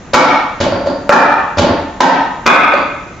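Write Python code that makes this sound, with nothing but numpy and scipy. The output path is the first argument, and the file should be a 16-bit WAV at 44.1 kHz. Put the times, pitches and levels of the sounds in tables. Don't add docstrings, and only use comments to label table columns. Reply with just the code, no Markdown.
import sys
import numpy as np
from scipy import signal
from scipy.io import wavfile
from scipy.ndimage import uniform_filter1d

SR = 44100
rng = np.random.default_rng(int(sys.argv[2]) if len(sys.argv) > 2 else 0)


def attenuation_scalar(level_db):
    decades = np.asarray(level_db, float) / 20
    return 10 ** decades


def store_pcm(level_fs):
    pcm = np.round(np.clip(level_fs, -1, 1) * 32767).astype(np.int16)
    wavfile.write(sys.argv[1], SR, np.atleast_2d(pcm).T)


N = 141120


def band_pass(order, low_hz, high_hz, x):
    return signal.sosfilt(signal.butter(order, [low_hz, high_hz], "band", fs=SR, output="sos"), x)


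def clicks_at(s, db):
    clicks = np.zeros(N) + 1e-18
    clicks[(s * SR).astype(int)] = attenuation_scalar(db)
    return clicks


def struck(modes, s, db, contact_s):
    out = 0
    spread_db = 1.5 * rng.standard_normal((len(s), len(modes)))
    for k, (hz, level_db, t60) in enumerate(modes):
        clicks = clicks_at(s, db + level_db + spread_db[:, k])
        ring_s = min(t60, 0.03 + 30 / hz)
        r = attenuation_scalar(-60 / (ring_s * SR))
        w = 2 * np.pi * hz / SR
        out = out + signal.lfilter([0, np.sin(w)], [1, -2 * r * np.cos(w), r * r], clicks)
    soft = np.exp(-1 / (contact_s * SR))
    return signal.lfilter([(1 - soft) ** 2], [1, -2 * soft, soft ** 2], out)


HARD_S, PALM_S = 0.00005, 0.0001

# f/Hz, level/dB, t60/s
UPPER_ARM_MODES = [(951, -2, 0.08), (1216, -4, 0.0083), (1322, 0.5, 0.012), (2285, -11.5, 0.043),
                   (2213, -9.5, 0.09), (1480, -5.5, 0.0065), (1844, -5.5, 0.0088), (666, -16.5, 0.038),
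                   (6100, -21, .01)]
SIDE_ARM_MODES = [(909, 7, 0.032), (650, -37, 0.037), (1080, -24, 0.026), (1346, 16, 0.0067),
                  (1640, -22, 0.007), (1718, 3, 0.019), (2366, -3, 0.033), (3550, -28.5, .01)]
LEG_MODES = [(940, 11.5, 0.015), (745, -31.5, 0.079), (1266, 2.5, 0.024), (1560, -5.5, 0.06),
             (1782, 7, 0.01), (2630, -16, 0.042)]
LOWER_ARM_MODES = [(948, -16, .05), (1030, -23.5, 0.037), (1293, 3.5, 0.028), (1510, -4.5, 0.059),
                   (1674, 2, 0.0067), (2140, -6, 0.028), (2388, 3, 0.0083), (2450, -9, 0.06),
                   (3510, -13, 0.013), (3420, -8, .015), (3670, -19.5, .015)]
# t/s, limb level/dB, trunk level/dB, frame level/dB, crack level/dB
UPPER_ARM_BLOWS = [
    (0.1327, -13, -13, -56.5, 6.5),
    (.142, 12.5, -9, -3, 12.5),
    (.150, 12, -3, -16, 0.5),
    (.156, 7.5, -17.5, -6.5, 11),
]
SIDE_ARM_BLOWS = [
    (1.0927, 3, 1.5, -17.5, 3.5),
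    (1.103, 0.5, -7.5, -12, 1),
    (1.124, 4, -27, -17.5, 11),
    (1.137, 4, -7, -3, -11.5),
]
LEG_BLOWS_HEARD = [
    (2.004, -13.5, -33, -16, 8),
    (2.0059, 3.5, -24.5, -3, 1.5),
    (2.017, -4, -27, -6.5, 1),
]
LOWER_ARM_BLOWS = [
    (2.4588, -11.5, -15, -14.5, -11),
    (2.463, 8, -37.5, -45.5, 13),
    (2.476, 17, -16.5, -7, 10.5),
]


def limbs():
    pairs = ((UPPER_ARM_MODES, UPPER_ARM_BLOWS), (SIDE_ARM_MODES, SIDE_ARM_BLOWS),
             (LEG_MODES, LEG_BLOWS_HEARD), (LOWER_ARM_MODES, LOWER_ARM_BLOWS))
    sound = sum(struck(modes, *np.transpose(blows)[:2], HARD_S) for modes, blows in pairs)
    return sound, np.transpose([row for _, blows in pairs for row in blows])


def cracks(s, db):
    clicks = clicks_at(s, db)
    r = np.exp(-1 / (0.0045 * SR))
    swell = signal.lfilter([np.e * (1 - r)], [1, -2 * r, r * r], clicks)
    shared = [[1], [1]] * rng.standard_normal(N)
    burst = swell * (shared + 0.5 * rng.standard_normal((2, N)))
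    return band_pass(1, 300, 2960, 10 * clicks), band_pass(1, 300, 2960, burst)


# f/Hz, level/dB, t60/s
TRUNK_MODES = [(575, 0, .07), (535, -11, .05), (625, -11, .05)]
# low f/Hz, high f/Hz
HOLLOW_BAND = [492, 853]


def trunk(s, db):
    return band_pass(2, *HOLLOW_BAND, struck(TRUNK_MODES, s, db, PALM_S))


# f/Hz, level/dB, t60/s
POST_MODES = [(212, -12, 0.028), (298, -7, 0.07), (353, -8.5, 0.037), (469.4, -4, 0.019), (519, -7, 0.01),
              (677, -1, 0.021), (879, -1.5, 0.029), (1080, -3, 0.0099), (1370, -3.5, 0.013),
              (1750, -11, 0.018), (4680, 0.5, .01)]


def post(s, db):
    return struck(POST_MODES, s, db, HARD_S)


# f/Hz, level/dB, t60/s
FRAME_MODES = [(210, -3.5, 0.02), (282, 0, 0.068), (311.7, -3.5, 0.089), (380, -2, 0.034)]


def frame(s, db):
    return struck(FRAME_MODES, s, db, PALM_S)


# f/Hz, level/dB, t60/s
STAND_MODES = [(86.4, -2, 0.22), (101.5, -5, 0.14), (154, -5.5, 0.017)]


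def stand(s, db):
    return struck(STAND_MODES, s, db, PALM_S)


# t/s, hollow level/dB, post level/dB, stand level/dB, crack level/dB
PALM_BLOWS = [(0.602, -18.5, -14, -16, 1.5), (.611, -19.5, -3.5, -21.5, -13),
              (.633, -32.5, -11.5, -40.5, -15), (.664, -9, -28.5, -30.5, -15.5),
              (.684, -14, -32, -38.5, -19.5), (.722, -10, -5.5, -31.5, -28.5), (0.86, -16.5, -13, -29, -13),
              (0.871, -8.5, -6.5, -44, -22), (1.572, -18, -8.5, -15, -4.5), (1.582, -14.5, -4, -13, 5.5),
              (1.594, -10, -0.5, -16.5, -9.5), (1.644, -8, -7.5, -26, -12.5),
              (1.669, -14, -1.5, -23, -29.5), (2.737, -6, -7.5, -43, -10.5)]


def dummy():
    arms, knocks = limbs()
    knock_s, _, knock_hollow_db, frame_db, knock_crack_db = knocks
    palm_s, palm_hollow_db, post_db, stand_db, palm_crack_db = np.transpose(PALM_BLOWS)
    s = np.hstack([knock_s, palm_s])
    hollow = trunk(s, np.hstack([knock_hollow_db, palm_hollow_db]))
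    snap, scatter = cracks(s, np.hstack([knock_crack_db, palm_crack_db]))
    wood = arms + hollow + frame(knock_s, frame_db) + post(palm_s, post_db)
    thump = stand(palm_s, stand_db)
    no_lows = signal.butter(4, 205, "high", fs=SR, output="sos")
    direct = signal.sosfilt(no_lows, wood + attenuation_scalar(11) * hollow) + thump
    feed = signal.sosfilt(no_lows, wood + snap) + thump
    return attenuation_scalar(-6.5) * direct + attenuation_scalar(-12.5) * scatter, feed


def at_hz(points, hz):
    table = np.array(points)
    return np.interp(np.log(hz), np.log(table[:, 0]), table[:, 1])


# f/Hz, likeness/0-1
LEFT_RIGHT_LIKENESS = [(25, 0.43), (60, 1), (250, 0.97), (500, 0.91), (1000, 0.68), (2000, 0.63),
                       (4000, 0.56), (8000, 0.1)]


def bands(shape, size):
    out = 0
    edges = 22 * 2 ** np.arange(0, 9.1, 0.5)
    white = rng.standard_normal((2, 2, size + SR // 2))
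    for k, (low, high) in enumerate(zip(edges, edges[1:])):
        mid, side = band_pass(2, low, high, white[k % 2])[:, SR // 2:]
        hz = np.sqrt(low * high)
        alike = np.clip(at_hz(LEFT_RIGHT_LIKENESS, hz), 0, 1)
        out = out + shape(hz) * (np.sqrt(1 + alike) * mid + np.sqrt(1 - alike) * side * [[1], [-1]])
    return out


# f/Hz, t60/s
HALL_DECAY = [(60, 0.7), (250, 0.6), (1000, 0.82), (3000, 0.87), (8000, 0.29)]


def hall(x):
    t = np.arange(2 * SR) / SR
    echoes = bands(lambda hz: attenuation_scalar(-60 * t / at_hz(HALL_DECAY, hz)), size=2 * SR)
    echoes = echoes * (1 - np.exp(-t / 0.011))
    echoes = echoes / np.sqrt(np.sum(echoes ** 2) / 2)
    return signal.fftconvolve(x[None], echoes, axes=1)[:, :N]


# f/Hz, level/dB per Hz
ROOM_SPECTRUM = [(22, -14), (50, -11.5), (110, -13.5), (240, -12), (540, -22), (1300, -24.5), (5000, -42),
                 (6500, -36.5), (9000, -36.5)]


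def room():
    hiss = bands(lambda hz: attenuation_scalar(at_hz(ROOM_SPECTRUM, hz)), size=N)
    return hiss / np.sqrt(np.mean(hiss ** 2) + 1e-20)


def scene():
    direct, feed = dummy()
    return direct + attenuation_scalar(-1.5) * hall(feed) + attenuation_scalar(-32.5) * room()


def limiter(x):
    limit_db, squash, attack_s, release_db_per_s = -6.5, 0.85, 0.005, 92.5
    window = int(0.003 * SR)
    power = uniform_filter1d(np.mean(x ** 2, axis=0), window, origin=(window - 1) // 2)
    level_db = 10 * np.log10(power.clip(1e-12))
    fall = release_db_per_s * np.arange(N) / SR
    held_db = np.maximum.accumulate(level_db + fall) - fall
    over_db = np.maximum(held_db - limit_db, 0)
    r = np.exp(-1 / (attack_s * SR))
    return x * attenuation_scalar(-squash * signal.lfilter([1 - r], [1, -r], over_db))


def low_pass(x):
    return signal.sosfilt(signal.butter(12, 8670, fs=SR, output="sos"), x)


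def record(dry):
    x = np.clip(limiter(dry), -1.3, 1.3)
    x = signal.sosfilt(signal.cheby2(12, 60, 8400, fs=SR, output="sos"), x)
    return low_pass(np.clip(x, -1, 1))


dry = scene()
out = record(dry)
store_pcm(out)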